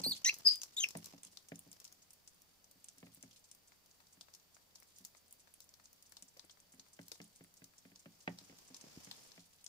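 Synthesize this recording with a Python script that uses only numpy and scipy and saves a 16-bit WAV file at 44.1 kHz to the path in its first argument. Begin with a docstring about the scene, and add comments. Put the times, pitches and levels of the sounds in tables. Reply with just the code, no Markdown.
"""Four shrill squeaks open a quarrel among young weasel-like animals sharing raw meat from a plastic tray.
Tiny vocal folds make each squeak, which glides and rasps. Then teeth click, lips smack and wet meat
squelches, while paws and the nudged tray bump the hollow floor of the pen. Fur rubs on the floor in
the opening scuffle, and again near the end as a body turns. The pen's walls throw back the voices,
bites and bumps over a soft hiss with a faint hum and whine."""
import sys
import numpy as np
from scipy import signal
from scipy.fft import rfft, irfft
from scipy.io import wavfile
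from scipy.ndimage import uniform_filter1d

SR = 44100
rng = np.random.default_rng(int(sys.argv[2]) if len(sys.argv) > 2 else 0)


def store_wav(level_fs):
    """Save 16-bit WAV to argv[1]."""
    pcm = np.round(np.clip(np.atleast_2d(level_fs), -1, 1) * 32767)
    wavfile.write(sys.argv[1], SR, pcm.T.astype(np.int16))


N = 426885
TIME, HZ = np.arange(N) / SR, np.fft.rfftfreq(N, 1 / SR)


def squeak(glide, open_hz, overtones_db, roughness, jitter=0.11, rasp_s=0.0013, shut_s=0.018):
    """Tiny vocal folds glide under a mouth resonance that moves to their pitch as the jaw shuts."""
    # the small throat's colour: freq_hz, gain_db
    throat = [(1000, -37.5), (1900, -6), (2500, -3.5), (3100, -5.5), (4200, 1.5), (5000, -2), (6200, 4),
              (7600, -11.5), (9000, -12), (10500, -15.5), (12500, -18), (14000, -8), (16000, -32.5)]
    times, pitches, levels = np.transpose(glide)
    t = np.arange(times[0], times[-1], 1 / SR)
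    hz, level_db = np.interp(t, times, pitches), np.interp(t, times, levels)
    # the folds rasp as they start and stop
    rough = roughness + 0.79 * np.exp((times[0] - t) / rasp_s) + 0.34 * np.exp((t - times[-1]) / rasp_s)
    shut = np.exp(-((times[-1] - t) / shut_s) ** 2)
    mouth_hz = open_hz + (hz - open_hz) * shut
    shake, flutter = (wobble(len(t), SR // rate_hz) for rate_hz in (1600, 500))
    cycles = np.cumsum(hz * (1 + jitter * rough * shake)) / SR
    harmonic = np.arange(1, 8)[:, None]
    partial_hz = harmonic * hz
    mouth = 1 + gain_of(11) / (1 + ((partial_hz - mouth_hz) / 550) ** 2)
    brightness_db = (harmonic > 1) * (overtones_db - 4.5 * shut)  # a shut mouth muffles the overtones
    weights = mouth * gain_of(curve_at(throat, partial_hz) + brightness_db) * (partial_hz < SR / 2)
    tone = (weights * np.sin(2 * np.pi * harmonic * cycles)).sum(0) / np.sqrt((weights ** 2).sum(0) / 2)
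    breath = coloured(rng.standard_normal(N), throat)[:len(t)]
    call = tone * (1 + rough * flutter) + 0.49 * rough * breath
    return times[0], gain_of(level_db) * call * signal.windows.tukey(len(t), .04)


def quarrel(echo_db=-11):
    """Four squeaks, a quarter cycle apart in left and right, with eight quick echoes off near walls."""
    # one glide per squeak, each a list of: time_s, pitch_hz, level_db
    glides = [
        [(.035, 4790, -43), (.04, 4360, -33), (.048, 3980, -35.5), (.07, 4484, -32.5), (.09, 4730, -38.5),
         (.108, 4624, -41), (.121, 4200, -30), (.137, 3072, -50)],
        [(.244, 2940, -43), (.248, 3070, -25), (.252, 3200, -28.5), (.255, 1886, -36.5), (.26, 1863, -26),
         (.279, 2080, -29.5), (.291, 2095, -28), (.297, 2740, -22), (.302, 2480, -49.5)],
        [(.447, 4670, -57), (.453, 4834, -35), (.464, 5160, -24), (.472, 4945, -16), (.479, 4870, -24.5),
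         (.489, 4670, -23.5), (.496, 3700, -55)],
        [(.766, 3370, -37.5), (.779, 3767, -39), (.787, 3816, -32.5), (.799, 3400, -40.5), (.808, 3126, -28),
         (.816, 3135, -39), (.835, 3200, -34), (.843, 2534, -24.5), (.847, 2000, -35)],
    ]
    # the voice of each squeak: open_mouth_hz, overtones_db, roughness (0-1), pan_db
    voices = [(4440, 12.5, 0.06, 0), (6100, -8.5, .2, 0), (5000, 2, 0.06, 4), (6910, -7.5, 0.13, 3)]
    voice = np.zeros((2, N))
    for glide, (open_hz, overtones_db, roughness, pan_db) in zip(glides, voices):
        start_s, call = squeak(glide, open_hz, overtones_db, roughness)
        add(voice, start_s, pan(pan_db) * np.array([call, signal.hilbert(call).imag]))
    echoes = np.zeros((2, SR // 60))
    delays = rng.integers(SR // 500, SR // 60, (2, 8))
    np.put_along_axis(echoes, delays, rng.choice([-1., 1.], (2, 8)), 1)
    return voice + gain_of(echo_db) * signal.oaconvolve(voice, echoes / np.sqrt(8), axes=1)[:, :N]


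def squelch(swell_s=0.00906, clump=0.48):
    """Wet meat parts in a short cluster of tiny pops, each cluster at its own pitch."""
    t = np.arange(SR // 16) / SR
    pops = rng.standard_normal((2, len(t))) * np.exp(clump * wobble(len(t), 40))
    lo_hz, hi_hz = np.array([5200, 8600]) * rng.uniform(.87, 1.13)
    fizz = band(pops, lo_hz, hi_hz) * t / swell_s * np.exp(-t / swell_s)
    return fizz / fizz[:, SR // 125:SR // 36].std()


def mouth_click(ring_hz, jaw_db, ring_db, crack_db, wet_db, pan_db, snap_s=.0012, right_lag_s=.0005):
    """A tooth crack rings jaw and mouth, then a squelch; the near wall answers mostly on the right."""
    t = np.arange(SR // 16) / SR
    wall = np.array([[.3], [.7]]) * np.roll(burst(t, snap_s), rng.integers(SR // 600, SR // 220), 1)
    snap = burst(t, snap_s) + 0.37 * burst(t, fall_s=0.0054) + wall
    snap *= np.exp(.35 * rng.standard_normal(len(t)))  # grit
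    edge = snap + 1.58 * burst(t, fall_s=.00045)  # the treble is the briefest part
    jaw = unit_rms(band(snap, 600, 2700))
    ring = unit_rms(band(snap, ring_hz / 1.29, ring_hz * 1.29))
    mouth = unit_rms(ring + 0.33 * unit_rms(band(snap, 2400, 7500, order=3)))
    crack = unit_rms(band(edge, 7500, 10800, order=3) + 0.86 * band(edge, 11500, 16060))
    click = gain_of(jaw_db - 3) * jaw + gain_of(ring_db - 2) * mouth + gain_of(crack_db - 2) * crack
    left, right = (click / 2 + gain_of(wet_db) * squelch()) * pan(pan_db)
    return np.array([left, np.roll(right, round(right_lag_s * SR))])


def bite(ring_hz, ring_db, crack_db):
    """One bite: the lower the mouth rings, the more jaw is heard and the further left it sits."""
    octaves = np.log2(ring_hz / 6000)
    jaw_db = ring_db - 18 - 16.5 * octaves
    return mouth_click(ring_hz, jaw_db, ring_db, crack_db, wet_db=ring_db - 20.5, pan_db=2.5 - 5 * octaves)


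def clear_bites():
    """Teeth snap shut on the meat, in clicks that stand out one by one."""
    # the bites, with relative levels: start_s, ring_hz, ring_db, crack_db
    bites = [(0.016, 6330, -50.5, -72), (0.0965, 7200, -51, -46), (0.341, 6170, -45.5, -47.5),
             (.386, 5830, -65, -54), (.536, 6950, -54, -54), (0.556, 6900, -48, -49),
             (0.6167, 6450, -42.5, -55), (0.6333, 5600, -43.5, -48.5), (0.887, 5600, -49, -49.5),
             (0.9072, 5800, -51, -62), (.9713, 7640, -49.5, -51), (1.0437, 5600, -52, -57),
             (1.058, 5440, -51, -51), (1.2323, 7300, -50.5, -60), (1.249, 7200, -51.5, -74),
             (1.372, 4700, -49.5, -62), (1.4856, 6840, -55, -63), (1.557, 6860, -54.5, -63),
             (1.5918, 8260, -56, -55.5), (1.7155, 7340, -54.5, -68), (1.7288, 5380, -58, -59),
             (1.801, 6200, -56.5, -59.5), (1.8434, 6460, -55, -57), (1.85, 6260, -51.5, -63),
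             (1.925, 6500, -58, -60), (1.8773, 5160, -61, -68), (2.106, 7060, -58.5, -64),
             (2.132, 7430, -65, -62), (2.276, 6370, -55, -69), (2.419, 6600, -64, -62),
             (2.643, 6200, -62, -76), (2.7123, 5300, -67, -62), (2.8433, 7670, -53.5, -74),
             (2.8853, 6700, -51.5, -70), (2.9825, 6600, -60, -64), (3.1467, 8600, -73, -57),
             (3.227, 6700, -52.5, -66), (3.514, 6800, -54, -66), (3.549, 5800, -68, -63),
             (4.2104, 4520, -52, -63), (4.338, 5100, -58.5, -66), (4.349, 5400, -56, -61),
             (4.757, 5000, -57, -65), (4.8006, 6800, -66, -61.5), (4.985, 6270, -59, -59),
             (5.0495, 6000, -48, -49.5), (5.3258, 8240, -59, -56), (5.3096, 7100, -62.5, -66.5),
             (5.5393, 8200, -58.5, -67.5), (5.6042, 5200, -58, -58), (5.6912, 5900, -61, -69),
             (5.739, 4800, -60, -67), (5.8561, 5450, -58, -74), (5.9298, 6300, -64, -62.5),
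             (6.025, 6630, -60.5, -62), (6.1212, 5430, -61, -59), (6.1685, 4360, -52.5, -65),
             (6.2239, 7000, -51.5, -65), (6.3715, 5350, -62, -65), (6.3944, 4350, -52.5, -75),
             (6.4963, 3500, -59.5, -84), (6.796, 5170, -53.5, -78), (6.6017, 7100, -62.5, -78),
             (7.0138, 4880, -64, -68), (7.082, 5250, -59.5, -56), (7.1172, 4570, -46.5, -52.5),
             (7.2158, 4940, -58, -68), (7.2413, 7900, -62, -66), (7.4395, 8570, -67, -65),
             (7.6418, 5300, -57, -58.5), (7.9588, 5000, -57, -73), (8.3865, 4470, -51.5, -66),
             (8.5863, 5100, -62, -64), (8.745, 5100, -50.5, -66), (8.7662, 6100, -54, -64),
             (8.812, 6640, -54, -69), (9.0463, 6600, -53.5, -62), (9.1124, 3930, -46, -59),
             (9.3182, 4670, -58.5, -77), (9.6427, 7670, -55, -67), (9.664, 5800, -48, -71)]
    out = np.zeros((2, N))
    for start_s, ring_hz, ring_db, crack_db in bites:
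        add(out, start_s, bite(ring_hz, ring_db, crack_db))
    return out


def chewing(wet_lead_s=0.0035):
    """Two jaws chew in even strokes: one slow with dull smacks, one quick with squelches."""
    # bouts of slow, dull chewing: first_stroke_s, last_stroke_s, level_db
    dull_bouts = [(3.7204, 4.567, -64), (4.8247, 6.1226, -64.5), (6.5727, 7.7366, -69)]
    # bouts of quick, wet chewing: first_stroke_s, last_stroke_s, level_db
    wet_bouts = [(2.022, 2.28, -67.5), (3.443, 3.909, -68), (4.129, 5.171, -68), (5.399, 6.283, -69),
                 (6.51, 7.994, -66), (8.206, 8.68, -67)]
    out = np.zeros((2, N))
    for first_s, last_s, db in dull_bouts:
        for stroke_s in strokes(first_s, last_s, every_s=.31):
            smack = mouth_click(3640, jaw_db=db, ring_db=db - 8, crack_db=db - 19, wet_db=db - 15, pan_db=6)
            add(out, stroke_s, smack)
    for first_s, last_s, db in wet_bouts:
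        for stroke_s in strokes(first_s, last_s, every_s=.22):
            add(out, stroke_s - wet_lead_s, gain_of(db) * squelch(swell_s=0.0057, clump=0.43))
    return out


def nibbles(count=30, ring_hz=6800, ring_db=-70, crack_db=-72):
    """Faint small bites go on throughout, uneven in timing, pitch and force."""
    out = np.zeros((2, N))
    starts = (np.arange(count) + rng.random(count)) * N / SR / count
    for start_s, (pitch, force, edge) in zip(starts, np.clip(rng.standard_normal((count, 3)), -2, 2)):
        add(out, start_s, bite(ring_hz * np.exp(0.18 * pitch), ring_db + 2 * force, crack_db + 4 * edge))
    return out


def gnawing(ticks_per_s=130, bands=12, spread_db=3.5, rest_db=-77.5, trim_db=-2):
    """A bed of faint wet ticks that swells whenever a strip of meat is torn."""
    # the tears: peak_s, swell_s, level_db
    tears = [(.16, 0.023, -52), (.5, 0.033, -42), (.81, 0.12, -65), (1.3, 0.06, -61.5), (3.2, .22, -67),
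             (4.97, 0.19, -73.5), (6.17, .1, -78), (7.13, 0.18, -70), (8.26, 0.34, -73), (9.16, 0.4, -66.5)]
    out, t = np.zeros((2, N)), np.arange(SR // 40) / SR
    for hz in np.geomspace(4300, 10000, bands):
        onsets = rng.random(N) < ticks_per_s / bands / SR
        force = gain_of(spread_db * np.minimum(rng.exponential(1, N), 3))
        tick = unit_rms(band(burst(t, fall_s=0.0086), hz * 0.61, hz * 1.37))
        out += signal.oaconvolve((onsets * force)[None], tick, axes=1)[:, :N]
    tearing = sum(gain_of(db) * np.exp(-((TIME - peak_s) / swell_s) ** 2) for peak_s, swell_s, db in tears)
    return unit_rms(out) * (gain_of(rest_db) + tearing) * gain_of(trim_db)


def floor_blow(boom_db, knock_db, tap_db, ring_share, rise_s=0.0018, width=0.52):
    """A blow rings the hollow floor for a share of its decay time, with a dull knock and a sharp tap."""
    # the floor's modes: freq_hz, level_db, t60_s
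    board = [(83, -23, 0.92), (113, -7.5, 0.34), (178.9, 4, 0.24), (216.4, -3.5, 0.29), (278.3, 5.5, 0.17),
             (368, -11, 0.23), (405, -7, 0.065)]
    t = np.arange(SR // 4) / SR
    modes = np.zeros(len(t))
    for hz, db, t60_s in board:
        decay = gain_of(db + 2 * rng.standard_normal() - 60 * t / (t60_s * ring_share))
        modes += decay * np.sin(2 * np.pi * (hz * rng.uniform(.93, 1.03) * t + rng.random()))
    boom = band(modes * (1 - np.exp(-t / rise_s)), 85, 1800, order=3)  # heard without deep bass
    blow = gain_of(boom_db) * boom / boom[:SR // 20].std()
    knock = band(burst(t, fall_s=0.0085), 350, 725)
    tap = band(burst(t, fall_s=0.0043), 1480, 2690)
    for db, (mid, side) in ((knock_db, knock), (tap_db, tap)):
        hit = mid + width * np.array([side, -side])
        blow = blow + gain_of(db) * hit / hit[:, :SR // 50].std()
    return np.array([blow[0], np.roll(blow[1], 9)])  # the right side lags by 0.2 ms


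def paw_steps(usual_weight_db=-58, usual_knock_db=-61):
    """Paws boom on the floor and claws tap it; heavier steps knock harder."""
    # the footfalls: start_s, weight_db, claw_db
    steps = [(.001, -55, -76), (0.062, -48.5, -75), (0.9514, -49.5, -56), (1.136, -60, -72),
             (1.2574, -72.5, -85), (1.5185, -52, -57), (1.6648, -65, -80), (2.7563, -74, -93.5),
             (2.9748, -74, -78), (3.0277, -59, -66), (3.067, -65.5, -68), (3.172, -70.5, -80),
             (3.235, -62.5, -69), (4.172, -73, -79.5), (5.004, -70, -85), (6.223, -72.5, -79),
             (6.7374, -70, -73), (6.784, -72, -83.5), (6.99, -57, -60), (7.2015, -58.5, -60.5),
             (7.4078, -63.5, -68.5), (7.619, -65, -68), (7.8517, -64.5, -69), (7.917, -69, -72.5),
             (8.0579, -59.5, -63), (8.2762, -46, -42), (8.413, -67.5, -85), (8.4966, -64, -68),
             (8.7031, -64.5, -74), (9.0716, -63.5, -66), (9.3771, -63.5, -65)]
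    out = np.zeros((2, N))
    for start_s, weight_db, claw_db in steps:
        knock_db = usual_knock_db + 1.34 * (weight_db - usual_weight_db)
        add(out, start_s, floor_blow(weight_db, knock_db, claw_db, ring_share=0.96))
    return out


def tray_knocks():
    """The nudged tray knocks drily, because it damps the floor it strikes."""
    # the nudges: start_s, thud_db, knock_db
    nudges = [(6.3673, -82, -67.5), (6.442, -76, -72.5), (7.117, -89, -61.5), (8.524, -73, -69),
              (8.8389, -65.5, -65.5), (8.866, -68, -69), (8.9732, -57, -77)]
    out = np.zeros((2, N))
    for start_s, thud_db, knock_db in nudges:
        add(out, start_s, floor_blow(thud_db, knock_db, tap_db=knock_db - 5, ring_share=0.13))
    return out


def fur_rubbing(turn_grain_db=2.0, scuffle_grain_db=7.5):
    """Fur rubs on the floor: unevenly in the scuffle, smoothly when a body turns."""
    # the swell of the turning body: time_s, level_db
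    turn_swell = [(8.1, -76.5), (8.41, -66.5), (8.692, -67), (8.91, -62), (9.084, -61.5), (9.202, -62),
                  (9.4, -71), (9.55, -114)]
    # the fading scuffle: time_s, level_db
    scuffle_fade = [(0, -57.5), (.2, -69), (.5, -65), (.7, -69.5), (1.05, -67.5), (1.4, -83.5),
                    (1.9, -75.5), (2.3, -98.5)]
    # the colour of fur on the floor: freq_hz, gain_db
    fur_colour = [(40, -13), (120, 4), (850, -1.5), (1100, -2.5), (1450, -6), (2900, -3.5), (4000, -5.5),
                  (5100, 2.5), (7300, -4), (9000, -13), (12500, -12), (14500, -18), (16000, -13.5)]
    grain = np.minimum(wobble(N, 300), 2)
    turn_db = np.interp(TIME, *np.transpose(turn_swell), left=-120, right=-120) + turn_grain_db * grain
    scuffle_db = np.interp(TIME, *np.transpose(scuffle_fade)) + scuffle_grain_db * grain
    return (gain_of(turn_db) + gain_of(scuffle_db)) * coloured(rng.standard_normal((2, N)), fur_colour)


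def pen_reverb(x):
    """The walls return a diffuse tail after 8 ms, each band dying at its own speed."""
    # the pen's decay times: freq_hz, t60_s
    decay_times = [(100, 0.067), (1000, 0.27), (2500, 0.13), (4800, 0.2), (8000, 0.093), (15000, 0.276)]
    hz, t, noise = signal.stft(rng.standard_normal((2, SR // 2)), SR, nperseg=256)
    decay = gain_of(-60 * t / curve_at(decay_times, hz)[:, None])
    tail = signal.istft(noise * decay, SR, nperseg=256)[1]
    tail[:, :SR // 125] = 0
    return signal.oaconvolve(x, tail / np.linalg.norm(tail[0]), axes=1)[:, :N]


def room_tone(hiss_db=-69):
    """Soft hiss, partly alike on both sides in the bass, with a faint hum and a thin whine."""
    # the colour of the hiss: freq_hz, gain_db
    hiss_colour = [(20, -1), (45, 2.5), (60, -17), (85, 0), (180, 1.5), (350, -3.5), (600, -3), (1500, -8),
                   (3500, -8.5), (5300, -6), (8000, -11.5), (11000, -13), (15300, -6.5)]
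    # the high tones of the whine: pitch_hz, level_db
    whine_tones = [(4646, -84.5), (7200, -90.5), (14450, -93)]
    # the room's steady hum: pitch_hz, level_db
    hum_tones = [(82, -87.5), (180, -92.5), (280, -100)]
    noise = rng.standard_normal((2, N))
    alike = curve_at([(100, 0.23), (500, 0.31), (1500, 0.033)], HZ)
    noise[1] = irfft(alike * rfft(noise[0]) + np.sqrt(1 - alike ** 2) * rfft(noise[1]), N)
    waver_hz = 14 * wobble(N, 400)
    whine = sum(gain_of(db) * unit_rms(np.sin(2 * np.pi * np.cumsum(hz + waver_hz) / SR))
                for hz, db in whine_tones)
    hum = sum(gain_of(db) * unit_rms(np.sin(2 * np.pi * hz * TIME)) for hz, db in hum_tones)
    return gain_of(hiss_db) * coloured(noise, hiss_colour) + whine + hum


def strokes(first_s, last_s, every_s):
    """Evenly spaced jaw strokes through one bout, about every_s apart."""
    return np.linspace(first_s, last_s, round((last_s - first_s) / every_s) + 1)


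def burst(t, fall_s):
    """A dying puff of stereo noise."""
    return rng.standard_normal((2, len(t))) * np.exp(-t / fall_s)


def wobble(length, smooth_samples):
    """A smoothed random wander at rms 1."""
    return unit_rms(uniform_filter1d(rng.standard_normal(length), smooth_samples))


def band(x, lo_hz, hi_hz, order=2):
    """Causal band-pass."""
    return signal.sosfilt(signal.butter(order, [lo_hz, hi_hz], "band", fs=SR, output="sos"), x)


def coloured(x, colour):
    """Gives a full-length sound a spectrum, at rms 1."""
    return unit_rms(irfft(rfft(x) * gain_of(curve_at(colour, HZ)), N))


def curve_at(points, hz):
    """Reads a curve on a log-frequency axis."""
    freqs, values = np.transpose(points)
    return np.interp(np.log(hz + 1), np.log(freqs + 1), values)


def gain_of(db):
    """Decibels to amplitude."""
    return 10 ** (np.asarray(db) / 20)


def pan(db):
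    """Left and right gains, db apart; positive leans left."""
    return gain_of([[db / 2], [-db / 2]])


def unit_rms(x):
    """Scales to rms 1."""
    return x / np.sqrt(np.mean(x ** 2) + 1e-30)


def add(mix, start_s, sound):
    """Lays a stereo sound into the mix."""
    part = mix[:, max(0, round(start_s * SR)):][:, :sound.shape[-1]]
    part += sound[..., :part.shape[-1]]


def scene(voice_db=-1, voice_send_db=-15, mouth_send_db=-11, bump_send_db=-15):
    """Squeaks, mouths and bumps, each with its share of reverb, over fur and room tone."""
    voice = gain_of(voice_db) * quarrel()
    mouths = clear_bites() + chewing() + nibbles() + gnawing()
    bumps = paw_steps() + tray_knocks()
    ringing = voice + 3.0 * band(voice, 4380, 5880)  # the pen rings most readily near 5 kHz
    send = gain_of(voice_send_db) * ringing + gain_of(mouth_send_db) * mouths
    send += gain_of(bump_send_db) * bumps
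    return voice + mouths + bumps + pen_reverb(send) + fur_rubbing() + room_tone()


def record(dry):
    """A steep low-pass takes off the very top of the treble."""
    low_pass = signal.firwin(511, 15600, window=("kaiser", 9), fs=SR)
    return signal.oaconvolve(dry, low_pass[None], "same", axes=1)


dry = scene()
out = record(dry)
store_wav(out)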